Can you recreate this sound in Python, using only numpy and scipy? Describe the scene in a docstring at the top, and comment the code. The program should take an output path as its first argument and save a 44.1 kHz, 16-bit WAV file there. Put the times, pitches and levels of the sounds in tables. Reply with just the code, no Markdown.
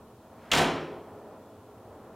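"""A roofed space open to the street, where the steel door of an old van is pushed shut by hand.
The latch strikes with a crack and a clank, the door chatters into its frame, and the blow spreads
through the body panels over a low thump from the air in the cab. The room rings briefly.
Behind it, distant traffic swells and ebbs, with one faint far squeal and a thin bed of hiss."""
import sys
import numpy as np
from scipy import signal
from scipy.fft import rfft, irfft, next_fast_len
from scipy.io import wavfile

SR = 44100
rng = np.random.default_rng(int(sys.argv[2]) if len(sys.argv) > 2 else 0)


def persist_wave(psi):
    """Save psi, clipped to +-1, as 16-bit WAV."""
    counts = np.round(np.clip(psi, -1, 1) * 32767).astype(np.int16)
    wavfile.write(sys.argv[1], SR, np.atleast_2d(counts).T)


N = 95079
T = np.arange(N) / SR
SLAM_S, SEATED_S = .516, .62  # the door lands, then sits home in its frame

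# The latch meets the striker. Each row: start in seconds, level in dB.
LATCH_HITS = [(0.5155, -2), (0.5165, -1), (0.5186, -1), (0.5345, -10)]
# The clank of its steel parts. Each row: pitch in Hz, level in dB, t60 in seconds.
LATCH_MODES = [(1165, -4, 0.053), (1325, -3, .06), (1551, -5.5, 0.04), (2067, -6, 0.043), (2720, -10, .045),
               (2775, -3, 0.025), (3010, -4, .045), (3217, 0.5, .05), (3390, -3, 0.017), (3830, -16, 0.017),
               (5540, -11.5, .06), (6600, -24, .07)]
# The dry crack of metal on metal. Each row: frequency in Hz, density in dB.
CRACK_EQ = [(200, -14), (700, -21), (1400, -26), (3100, 19), (4500, -14), (7000, 1.5), (10000, -28.5),
            (16000, -15)]
# The door chatters into its frame. Each row: start in seconds, knock in dB, rattle in dB.
CHATTER_HITS = [(0.533, 3, 2.5), (0.537, 7, -8), (0.55, -5, 3), (0.563, 6.5, -9.5), (0.573, 3, 3.5),
                (0.583, 4, 2), (0.593, 7, -15), (0.619, -4, -25), (0.644, -10, -22)]
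# The dull knock and the bright rattle. Each row: frequency in Hz, density in dB.
KNOCK_EQ = [(100, -1.5), (220, 1), (700, -7), (1400, 0.5), (3100, -4.5), (5000, -20), (16000, -54)]
RATTLE_EQ = [(500, -22), (2000, -10.5), (3500, 7), (7500, 1.5), (10000, -10), (16000, -17)]
# Dense ring of sheet steel. Each row: frequency in Hz, density in dB, swell and t60 in seconds.
SHEET_BANDS = [(29.6, -15, .02, 0.29), (72, -7, .02, 1), (148, -5.5, 0.11, 0.65), (263, 3.5, 0.038, 0.61),
               (518, -4, 0.093, 0.71), (723, 2, 0.064, 0.39), (1290, -5.5, 0.025, 0.71),
               (2170, -9, 0.011, 0.72), (3000, -9, 0.022, 0.61), (4140, -18, 0.009, 0.6),
               (7500, -21.5, 0.0067, 0.35), (11400, -31.5, 0.0067, 0.24), (16000, -47.5, .02, .32)]
# The strongest panel notes. Each row: pitch in Hz, level in dB, t60 in seconds.
PANEL_MODES = [(155.5, -2, 0.78), (206, -4, 0.21), (231.7, -2, 0.35), (274, -2, 0.84), (325, -8.5, 1),
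               (357, -1, 0.82), (492.8, -2.5, .5), (652.5, -6, 0.59), (690, -3, 0.47), (714, 1, 0.15),
               (776, -5, 0.6), (936, -3.5, 0.17), (976, -4.5, 0.51), (1536, -2.5, 0.21)]
# The room's tail. Each row: frequency in Hz, density in dB, t60 in seconds.
TAIL_BANDS = [(60, -21, 1.2), (160, -6.5, 1.64), (345, 6.5, 1.43), (610, -5, 1.75), (1104, 1.5, 1.01),
              (2200, -25.5, 0.33), (5000, -24.5, 0.8), (12000, -44.5, 0.34)]
# Resonances of the space, stirred by slam and traffic. Each row: pitch in Hz, level in dB.
ROOM_MODES = [(226, -0.5), (340, -5), (418, 3), (468, -4), (530, -1), (605, -5.5), (643, -1), (722, -7.5),
              (765, -7.5)]
# The rustle of the swinging door. Each row: frequency in Hz, density in dB.
SWING_EQ = [(200, -4), (1400, 5.5), (3000, -8.5), (6000, -18), (14000, -29.5)]
# The hinge ticks. Each row: start in seconds, level in dB.
HINGE_TICKS = [(0.418, -68), (0.452, -69.5)]
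# The traffic wash swells and ebbs. Each row: time in seconds, level in dB.
TRAFFIC_FADER = [(0, -53), (.17, -56), (.34, -52), (.9, -51), (1.15, -49.5), (1.33, -49), (1.43, -52.5),
                 (1.55, -54), (1.78, -53), (1.95, -50), (2.15, -49.5)]
# The traffic's wash and the rumble under it. Each row: frequency in Hz, density in dB.
WASH_EQ = [(100, -14.5), (230, -3.5), (320, -2), (450, -3.5), (800, -3.5), (1200, -10), (2000, -29),
           (3400, -36.5), (5000, -80), (16000, -52)]
RUMBLE_EQ = [(25, -34), (55, -13), (75, -5.5), (92, 6.5), (130, -7), (220, -2.5), (330, -10), (800, -44),
             (4000, -46)]
# The hiss bed, mid and side. Each row: frequency in Hz, density in dB.
HISS_MID_EQ = [(100, -20.5), (3000, 8), (5000, 2), (10000, 1.5), (16000, -0.5)]
HISS_SIDE_EQ = [(100, -40), (500, -28), (1200, -16), (3000, -2.5), (6000, -4.5), (16000, -6)]
# Stereo width. Each row: frequency in Hz, side relative to mid in dB.
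STEREO_WIDTH = [(100, -89.5), (350, -73), (700, -79), (1400, -56), (2800, -41.5), (5600, -20.5),
                (9000, -16.5), (14000, -13.5)]


def latch():
    """Steel hits steel: a hard crack, and a pitched clank that lingers in the room."""
    clank = sum(from_db(db) * tone(hz) * blows(LATCH_HITS, t60) for hz, db, t60 in LATCH_MODES)
    halo = sum(from_db(db) * narrow(hz, width_hz=30) for hz, db, _ in LATCH_MODES)
    halo *= blows(LATCH_HITS, t60=.66)
    snap = blows(LATCH_HITS, t60=.043)
    crack = noise(CRACK_EQ, lambda: snap)
    return from_db(-26.5) * clank + from_db(-38.5) * halo + from_db(-17.5) * crack


def chatter():
    """The door knocks against its frame; each knock shakes loose fittings into a bright rattle."""
    knock_envelope = blows([(start, db) for start, db, _ in CHATTER_HITS], t60=.065)
    rattle_envelope = blows([(start, db) for start, _, db in CHATTER_HITS], t60=.1)
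    knocks = noise(KNOCK_EQ, lambda: knock_envelope)
    rattles = noise(RATTLE_EQ, lambda: rattle_envelope)
    return from_db(-29.5) * knocks + from_db(-30) * rattles


def body_panels():
    """The blow sets the sheet steel ringing; each panel note beats with a weaker neighbour."""
    notes = 0
    for hz, db, t60 in PANEL_MODES:
        pair = tone(hz) + from_db(-8) * tone(hz + rng.normal(0, 9))
        notes += from_db(db) * pair * bloom(swell=.17, t60=t60)
    return from_db(-22.5) * noise(SHEET_BANDS, bloom) + from_db(-30.5) * notes


def cab_thump(start=.528, hz=45.9):
    """Air trapped in the cab puts a low thump under the slam."""
    sub = np.sin(2 * np.pi * hz * np.maximum(T - start, 0))
    return from_db(-37.5) * sub * decay(start, t60=.41)


def room_tail():
    """The slam's diffuse tail, longest in the low mids; all but the lowest room resonance ring on."""
    swell = .24  # seconds
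    ring = resonances(ROOM_MODES[1:]) * bloom(swell, t60=2.35)
    tail = noise(TAIL_BANDS, lambda t60: bloom(swell, t60))
    return from_db(-30) * tail + from_db(-48) * ring


def striker_scrape(start=.502):
    """The latch rides up the striker: a soft scrape that dies as it snaps."""
    rise = np.sqrt(np.clip((T - start) / (SLAM_S - start), 0, 1))
    return from_db(-43) * narrow(1800, width_hz=500) * rise * decay(SLAM_S, t60=.043)


def door_swing():
    """A faint rustle and two hinge ticks lead into the slam."""
    ticks = narrow(4000, width_hz=4100) * blows(HINGE_TICKS, t60=.1)
    rustle = noise(SWING_EQ, lambda: bell(peak_s=.52, width_s=.096))
    return from_db(-55) * rustle + ticks


def traffic():
    """The distant street: a swelling wash coloured by the space, a steady rumble, one thin squeal."""
    wash = noise(WASH_EQ) + from_db(-11.5) * resonances(ROOM_MODES)
    fader = from_db(np.interp(T, *np.transpose(TRAFFIC_FADER)))
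    squeal = narrow(3470, width_hz=190) * bell(peak_s=1.49, width_s=.089)
    return fader * wash + from_db(-56) * noise(RUMBLE_EQ) + from_db(-79.5) * squeal


def hiss():
    """A steady bed of hiss, a little different in each ear."""
    mid, side = noise(HISS_MID_EQ), noise(HISS_SIDE_EQ)
    return from_db(-69.5) * stereo(mid, from_db(-2) * side)


def resonances(modes):
    """The hollow colour of the space: a narrow band of noise for each mode."""
    return sum(from_db(db) * narrow(hz, width_hz=17.4) for hz, db in modes)


def from_db(db):
    """Decibels to gain."""
    return 10 ** (np.asarray(db) / 20)


def rms_one(x):
    """Scale to an rms of one."""
    return x / np.sqrt(np.mean(x ** 2) + 1e-20)


def at_hz(table, hz):
    """A table's columns after the first, read along a log frequency axis."""
    table = np.array(table, float)
    return [np.interp(np.log(hz), np.log(table[:, 0]), column) for column in table[:, 1:].T]


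def noise(table, envelope=lambda: 1):
    """Noise with the table's EQ, rms near one before envelope(further columns) shapes each band."""
    edges = np.geomspace(22, 17000, 25)
    white = rng.standard_normal((2, N + SR // 2))
    mix, power = 0, 0
    for k, (low, high) in enumerate(zip(edges, edges[1:])):
        db, *shape = at_hz(table, np.sqrt(low * high))
        band_pass = signal.butter(2, [low, high], "band", fs=SR, output="sos")
        band = signal.sosfilt(band_pass, white[k % 2])[-N:]  # neighbours use independent noise
        gain = from_db(db) * np.sqrt(high - low)
        mix += gain * rms_one(band) * envelope(*shape)
        power += gain ** 2
    return mix / np.sqrt(power)


def narrow(hz, width_hz):
    """Noise through one resonant peak, rms one."""
    size = next_fast_len(N)
    freqs = np.arange(size // 2 + 1) * SR / size
    spectrum = rfft(rng.standard_normal(size)) / (1 + (2 * (freqs - hz) / width_hz) ** 2)
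    return rms_one(irfft(spectrum, size)[:N])


def tone(hz):
    """A sine at a random phase."""
    return np.sin(2 * np.pi * (hz * T + rng.random()))


def decay(start, t60):
    """Full level until the start, then down 60 dB every t60 seconds."""
    return np.exp(-np.log(1000) * np.maximum(T - start, 0) / t60)


def blows(hits, t60):
    """Envelope of a run of sharp hits, summed in power."""
    return np.sqrt(sum((from_db(db) * (T >= start) * decay(start, t60)) ** 2 for start, db in hits))


def bloom(swell, t60):
    """Energy builds from the slam for swell seconds; the decay sets in once the door is seated."""
    return np.sqrt(np.clip((T - SLAM_S) / swell, 0, 1)) * decay(SEATED_S, t60)


def bell(peak_s, width_s):
    """A smooth swell and fade."""
    return np.exp(-.5 * ((T - peak_s) / width_s) ** 2)


def stereo(mid, side):
    """Mid and side to left and right."""
    return np.array([mid + side, mid - side])


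def widen(mid):
    """Nearly mono: only the treble spreads a little between the ears."""
    freqs = np.maximum(np.arange(N // 2 + 1) * SR / N, 1)
    side_db, = at_hz(STEREO_WIDTH, freqs)
    side = irfft(1j * rfft(mid) * from_db(side_db), N)  # a quarter cycle off the mid
    return stereo(mid, side)


def scene():
    """The door up front, its room and the street behind, hiss underneath."""
    door = door_swing() + striker_scrape() + latch() + chatter() + body_panels() + cab_thump()
    return widen(door + room_tail() + traffic()) + hiss()


def record(dry):
    """Soft saturation rounds the peaks; a steep low-pass trims the very top."""
    ceiling, cutoff_hz = .33, 15800
    low_pass = signal.ellip(10, .1, 80, cutoff_hz, fs=SR, output="sos")
    return signal.sosfilt(low_pass, ceiling * np.tanh(dry / ceiling))


dry = scene()
out = record(dry)
persist_wave(out)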